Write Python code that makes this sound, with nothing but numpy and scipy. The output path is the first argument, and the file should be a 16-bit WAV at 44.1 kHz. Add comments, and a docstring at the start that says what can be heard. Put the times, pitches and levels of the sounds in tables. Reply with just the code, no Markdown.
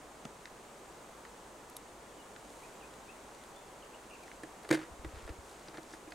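"""A quiet forest: trees hush steadily and a far songbird whistles one phrase, echoed by the trunks.
Someone kneels and works on a hooped net trap: net and clothes rustle, hoops and twigs tick,
shifting weight thuds on soft soil. A small object drops into a plastic bucket and rattles to rest;
the thin wall clatters, the bottom booms. Lighter knocks on the bucket follow."""
import sys
import numpy as np
from scipy import signal
from scipy.fft import rfft, irfft, next_fast_len
from scipy.io import wavfile
from scipy.ndimage import uniform_filter1d

SR = 44100
rng = np.random.default_rng(int(sys.argv[2]) if len(sys.argv) > 2 else 0)


def to_wav(s):
    """Save 16-bit WAV."""
    ch = np.atleast_2d(s).T  # columns
    pcm = np.round(np.clip(ch, -1, 1) * 32767)  # PCM
    wavfile.write(sys.argv[1], SR, pcm.astype(np.int16))


N = 270929
T = np.arange(N) / SR

# Movements of net and clothes. 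Each row: middle in seconds, length in seconds, relative level in dB,
# band centre in Hz.
MOVEMENTS = [(2.6, 0.64, -63, 8500), (3.48, 0.26, -68, 9000), (4.283, 0.34, -66, 5500),
             (4.804, 0.16, -52, 1210), (5.177, 0.31, -56, 1190), (5.497, .25, -62, 8000),
             (5.62, 0.53, -61, 1990), (5.921, 0.15, -57.5, 6040)]


def undb(db):
    """Decibels to gain."""
    return 10 ** (np.asarray(db) / 20)


def unit(x):
    """Scale to rms 1."""
    return x / (np.std(x) + 1e-12)


def add(out, start_s, x):
    """Mix x into out from start_s."""
    i = int(np.clip(start_s * SR, 0, N - 1))
    out[i:i + len(x)] += x[:N - i]


def butter(x, hz, kind, order=2):
    """High- or low-pass."""
    return signal.sosfilt(signal.butter(order, hz, kind, fs=SR, output="sos"), x)


def colour(x, points):
    """Minimum-phase filter through (Hz, dB) points."""
    hz, db = np.transpose(points)
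    size = 2 * next_fast_len(N)
    grid_hz = np.maximum(np.fft.rfftfreq(size, 1 / SR), 1)
    gain = undb(np.interp(np.log(grid_hz), np.log(hz), db))
    cepstrum = irfft(np.log(gain))
    cepstrum[1:size // 2] *= 2
    cepstrum[size // 2 + 1:] = 0
    return irfft(rfft(x, size) * np.exp(rfft(cepstrum)))[:N]


def resonate(x, hz, width_hz):
    """One resonance, gain 1 at its centre."""
    return signal.lfilter(*signal.iirpeak(hz, hz / width_hz, fs=SR), x)


def walk(rate_hz):
    """Smooth random wander, spread 1."""
    hold = int(SR / rate_hz)
    steps = np.repeat(rng.standard_normal(N // hold + 1), hold)
    return unit(uniform_filter1d(uniform_filter1d(steps, hold), hold)[:N])


def fade(t60_s):
    """Exponential decay, 60 dB down at its end."""
    return np.exp(-np.log(1000) * T[T < t60_s] / t60_s)


def ring(hz, t60_s):
    """Struck mode: a decaying sine."""
    shape = fade(t60_s)
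    return shape * np.sin(2 * np.pi * hz * T[:len(shape)])


def burst(t60_s, rise_s=0.00044):
    """Contact noise: abrupt start, exponential decay."""
    shape = fade(t60_s)
    return rng.standard_normal(len(shape)) * shape * (1 - np.exp(-T[:len(shape)] / rise_s))


def scatter(x, t60_s):
    """Dense reflections: convolution with decaying noise of unit energy."""
    shape = fade(t60_s)
    response = rng.standard_normal(len(shape)) * shape
    return signal.fftconvolve(x, response / np.linalg.norm(response))[:N]


def widen(x, lag_s=0.00298):
    """Sound scattered by the surroundings arrives differently left and right."""
    # Stereo width. Each row: frequency in Hz, side minus mid in dB.
    side_curve = [(100, -11), (350, -16), (1200, -11), (2400, -12), (4500, -25), (9000, -23), (14000, -47)]
    side = np.zeros(N)
    add(side, lag_s, scatter(x, t60_s=0.02))
    side = colour(side, side_curve)
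    return np.array([x + side, x - side])


def forest(mid_db=-53, sway_db=0.25, side_db=-0.5, hum_hz=52.2, drift_hz=0.33, hum_db=-69):
    """Even hush of far trees and hiss, swaying slightly, with a faint low hum."""
    # Hush spectrum. Each row: frequency in Hz, relative density in dB.
    spectrum = [(20, -9.5), (45, -3.5), (85, -9), (160, -5.5), (400, -0.54), (1000, -3.5), (1600, -11),
                (3000, -17.5), (5300, -21.5), (6600, -17.5), (8600, -18.5), (11000, -27), (15500, -34)]
    # Stereo width. Each row: frequency in Hz, relative side gain in dB.
    side_curve = [(60, -22), (110, -14.5), (200, -12), (380, -13), (700, -9), (1290, -4.5), (2380, -5),
                  (4400, -5.5), (8120, -8), (15000, -37.5)]
    mid, side = (colour(rng.standard_normal(N), spectrum) for _ in range(2))
    side = undb(side_db) * colour(side, side_curve)
    hush = np.array([mid + side, mid - side]) / np.std(mid)
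    hush *= undb(mid_db + sway_db * walk(rate_hz=1.43))
    hum = np.sin(2 * np.pi * np.cumsum(hum_hz + drift_hz * walk(rate_hz=3.73)) / SR)
    return hush + undb(hum_db) * hum


def bird(trill_hz=70, swing_hz=260, arch_hz=69.4, flutter=0.41, gain_db=-1, echo_db=-2, echo_t60_s=0.45):
    """Gliding whistles, some trilled, smeared by echoes from the trunks."""
    # Each row: start in seconds, length in seconds, relative level in dB, start pitch in Hz,
    # end pitch in Hz, trill depth from 0 to 1.
    notes = [(2.165, 0.057, -63, 3050, 2760, 0), (2.62, 0.048, -58.5, 2130, 2640, .3),
             (2.8, .04, -61, 3010, 2190, 0.1), (2.83, 0.036, -60, 2280, 2710, 0),
             (3.076, 0.047, -55.5, 2290, 2790, 0), (3.375, .055, -62.5, 2150, 1990, 0),
             (3.547, 0.043, -61, 3300, 3570, 0), (3.82, .025, -55, 3210, 2400, 0.1),
             (3.929, .03, -57, 2445, 2800, 0.93), (4.091, .085, -57, 2596, 2390, 0.85),
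             (4.213, 0.044, -57.5, 2700, 1960, 0)]
    song = np.zeros(N)
    for start_s, length_s, db, from_hz, to_hz, depth in notes:
        t = T[T < length_s]
        trill = depth * np.sin(2 * np.pi * trill_hz * t)
        glide_hz = from_hz + (to_hz - from_hz) * t / length_s
        hz = glide_hz + arch_hz * np.sin(np.pi * t / length_s) + swing_hz * trill
        shape = signal.windows.tukey(len(t), 0.6) * (1 + trill / 2)
        add(song, start_s, undb(db + gain_db) * shape * np.sin(2 * np.pi * np.cumsum(hz) / SR))
    song *= 1 + flutter * walk(rate_hz=250)  # slight hoarseness
    echoes = np.array([scatter(song, echo_t60_s) for _ in range(2)])
    return song + undb(echo_db) * echoes


def rustles(grain_db=4.0, grain_samples=32, width_ratio=0.83, gain_db=-1.5, top_hz=10500):
    """Threads catch on each other: dense, uneven clicks swell with each movement."""
    out = np.zeros(N)
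    for middle_s, length_s, db, hz in MOVEMENTS:
        n = int(length_s * SR)
        sizes_db = grain_db * np.minimum(rng.exponential(size=n // grain_samples + 1), 4)
        grains = np.repeat(undb(sizes_db), grain_samples)[:n] * rng.standard_normal(n)
        band = unit(resonate(grains, hz, width_ratio * hz))
        add(out, middle_s - length_s / 2, undb(db + gain_db) * np.hanning(n) * band)
    return butter(out, top_hz, "low", order=3)


def weight_shift(start_s=4.9, gap_s=0.045, count=10, jitter=0.252, db=-41, scatter_db=2.0, hz=62.4):
    """Weight moves from knee to foot: an uneven run of thuds, as rows for bumps()."""
    return [(start_s + gap_s * (k + jitter * when), db + scatter_db * size, hz * np.exp(0.08 * pitch))
            for k, (when, size, pitch) in enumerate(rng.standard_normal((count, 3)))]


def bumps(t60_at_70hz_s=0.065, rise_s=0.0037, gain_db=4.0):
    """Soft soil gives low, heavily damped thuds."""
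    # Each row: start in seconds, relative level in dB, pitch in Hz.
    thuds = [(.252, -31.5, 226), (.257, -42, 150), (5.06, -35.5, 79), (5.302, -38, 72.4), (5.386, -41, 70)]
    out = np.zeros(N)
    for start_s, db, hz in thuds + weight_shift():
        thud = ring(hz, t60_at_70hz_s * np.sqrt(70 / hz))
        onset = 1 - np.exp(-T[:len(thud)] / rise_s)
        add(out, start_s, undb(db + gain_db) * thud * onset)
    return out


def snags(rate_per_s=5, db=-55.5, scatter_db=1, hz=3800, spread_octaves=0.21):
    """The mesh catches around each movement: faint snaps, as rows for ticks()."""
    rows = []
    for middle_s, length_s, _, _ in MOVEMENTS:
        count = int(np.ceil(rate_per_s * length_s))
        for when, size, pitch in rng.standard_normal((count, 3)):
            start_s = middle_s + when * length_s / 2
            rows.append((start_s, db + scatter_db * size, hz * 2 ** (spread_octaves * pitch), 0))
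    return rows


def ticks(t60_s=0.017, upper_ratio=2.2, width_ratio=0.58, gain_db=1, top_hz=12500):
    """Hoops, twigs and plastic snap: short bursts ring two broad resonances."""
    # Each row: start in seconds, relative level in dB, lower resonance in Hz, upper minus lower in dB.
    snaps = [(0.2515, -42, 2930, -1), (.2525, -38.5, 483, -4), (.455, -40, 1910, -5.5),
             (.473, -47, 2000, -10), (1.2502, -42.5, 1610, -11), (1.698, -55, 5000, 8),
             (1.7659, -42, 4500, 8), (2.362, -43.5, 1710, -9), (4.2787, -47, 1800, -12),
             (4.3152, -43, 1950, -17), (4.433, -54, 4100, 6.5), (4.69, -44, 3500, 0),
             (5.6832, -47, 1950, 1), (5.7716, -43, 1670, -2.5), (5.782, -37, 430, -9),
             (6.1206, -40, 1800, -5.5)]
    out = np.zeros(N)
    for start_s, db, lower_hz, upper_db in snaps + snags():
        for hz, share_db in (lower_hz, 0), (upper_ratio * lower_hz, upper_db):
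            snap = burst(t60_s)
            width_hz = width_ratio * hz
            tone = resonate(resonate(snap, hz, width_hz), hz, width_hz)
            add(out, start_s, undb(db + share_db + gain_db) * np.std(snap) * unit(tone))
    return butter(out, top_hz, "low", order=3)


def rattle(start_s=4.771, gap_s=0.02, count=5, jitter=0.15, clack_db=-35.5, boom_db=-39, loss_db=2.5):
    """The object settles: nearly even bounces, each weaker, as rows for bucket()."""
    bounce = np.arange(count)
    times_s = start_s + gap_s * (bounce + jitter * rng.standard_normal(count))
    t60_s = 0.052
    return [(s, clack_db - k * loss_db, boom_db - k * loss_db, t60_s) for k, s in enumerate(times_s)]


def bucket_wall(scrape, modes_db=-7, clack_db=-4.5, max_q=50):
    """The scraped thin wall clatters: resonances plus a broadband clack."""
    # Each row: frequency in Hz, minimum width in Hz, relative level in dB.
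    wall_modes = [(904, 17, -2), (1190, 79, -11), (1410, 32, -4), (1697, 310, 7.5), (1916, 22, 9),
                  (2054, 30, 7), (2280, 99, 2), (2510, 49, -11), (2980, 23, -14), (3190, 35, -2),
                  (3600, 95, -7), (4370, 100, -4), (4880, 88, -11), (5180, 170, -30), (5960, 130, -32)]
    # Each row: frequency in Hz, relative density in dB.
    clack_spectrum = [(130, -20), (250, -16), (420, 7), (650, 1.5), (1050, -4), (1800, 1), (2900, -23),
                      (4000, -15.5), (5600, -24), (9000, -18.5), (11500, -25), (15500, -55)]
    # Losses in the plastic cap Q, so higher modes die faster.
    ringing = sum(undb(db) * resonate(scrape, hz, max(width_hz, hz / max_q))
                  for hz, width_hz, db in wall_modes)
    clack = colour(scrape, clack_spectrum)
    return np.std(scrape) * (undb(modes_db) * unit(ringing) + undb(clack_db) * unit(clack))


def bucket_bottom(push, yield_hz=900, leak_hz=132):
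    """Each push rings the bottom and the air in the bucket: a boom."""
    # Each row: frequency in Hz, relative level in dB, T60 in seconds.
    bottom_modes = [(149, -15.5, 0.13), (316.3, -5, 0.15), (336.6, -9.5, 0.14), (384, -29, 0.063),
                    (483, -22, 0.13), (545, -23, 0.11)]
    boom = sum(undb(db) * signal.fftconvolve(push, ring(hz, t60_s))[:N] for hz, db, t60_s in bottom_modes)
    boom = butter(boom, yield_hz, "low")  # the plastic yields softly
    return butter(boom, leak_hz, "high", order=4)  # a small bucket radiates no deep bass


def bucket(dull_hz=2500, hard_db=-28):
    """Each contact scrapes the wall and pushes the bottom; light contacts are duller."""
    # Each row: start in seconds, wall drive in dB, bottom drive in dB, scrape T60 in seconds.
    contacts = [(4.434, -37, -37.5, .04), (4.647, -39.5, -49, 0.044), (4.6895, -31.5, -63, 0.028),
                (4.7046, -29.5, -26.5, 0.054), (4.7106, -16.5, -16.5, 0.025), (4.7251, -24, -52, 0.098),
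                (4.7366, -32, -26, .031), (4.7448, -26.5, -60, 0.06), (4.749, -50, -34, .026),
                (5.0462, -34.5, -37, 0.032), (5.276, -37, -52, .04), (5.291, -37.5, -40.5, .06),
                (5.685, -44, -46, .033), (5.742, -41.5, -49, 0.076), (5.781, -39.5, -39, 0.042),
                (5.935, -39.5, -44, .048), (6.075, -46, -43, .02)]
    scrape, push = np.zeros(N), np.zeros(N)
    for start_s, clack_db, boom_db, t60_s in contacts + rattle():
        grit = burst(t60_s)
        dull = butter(grit, dull_hz, "low", order=1)
        hardness = min(undb(clack_db - hard_db), 1)
        add(scrape, start_s, undb(clack_db) * (hardness * grit + (1 - hardness) * dull))
        add(push, start_s, undb([boom_db]))
    return bucket_wall(scrape) + bucket_bottom(push)


def scene():
    """Work a few metres ahead, forest all around."""
    return widen(bucket() + ticks() + rustles() + bumps()) + bird() + forest()


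def record(dry, top_hz=15800):
    """Steep low-pass on the top treble."""
    return signal.sosfilt(signal.ellip(10, 0.1, 70, top_hz, fs=SR, output="sos"), dry)


dry = scene()
out = record(dry)
to_wav(out)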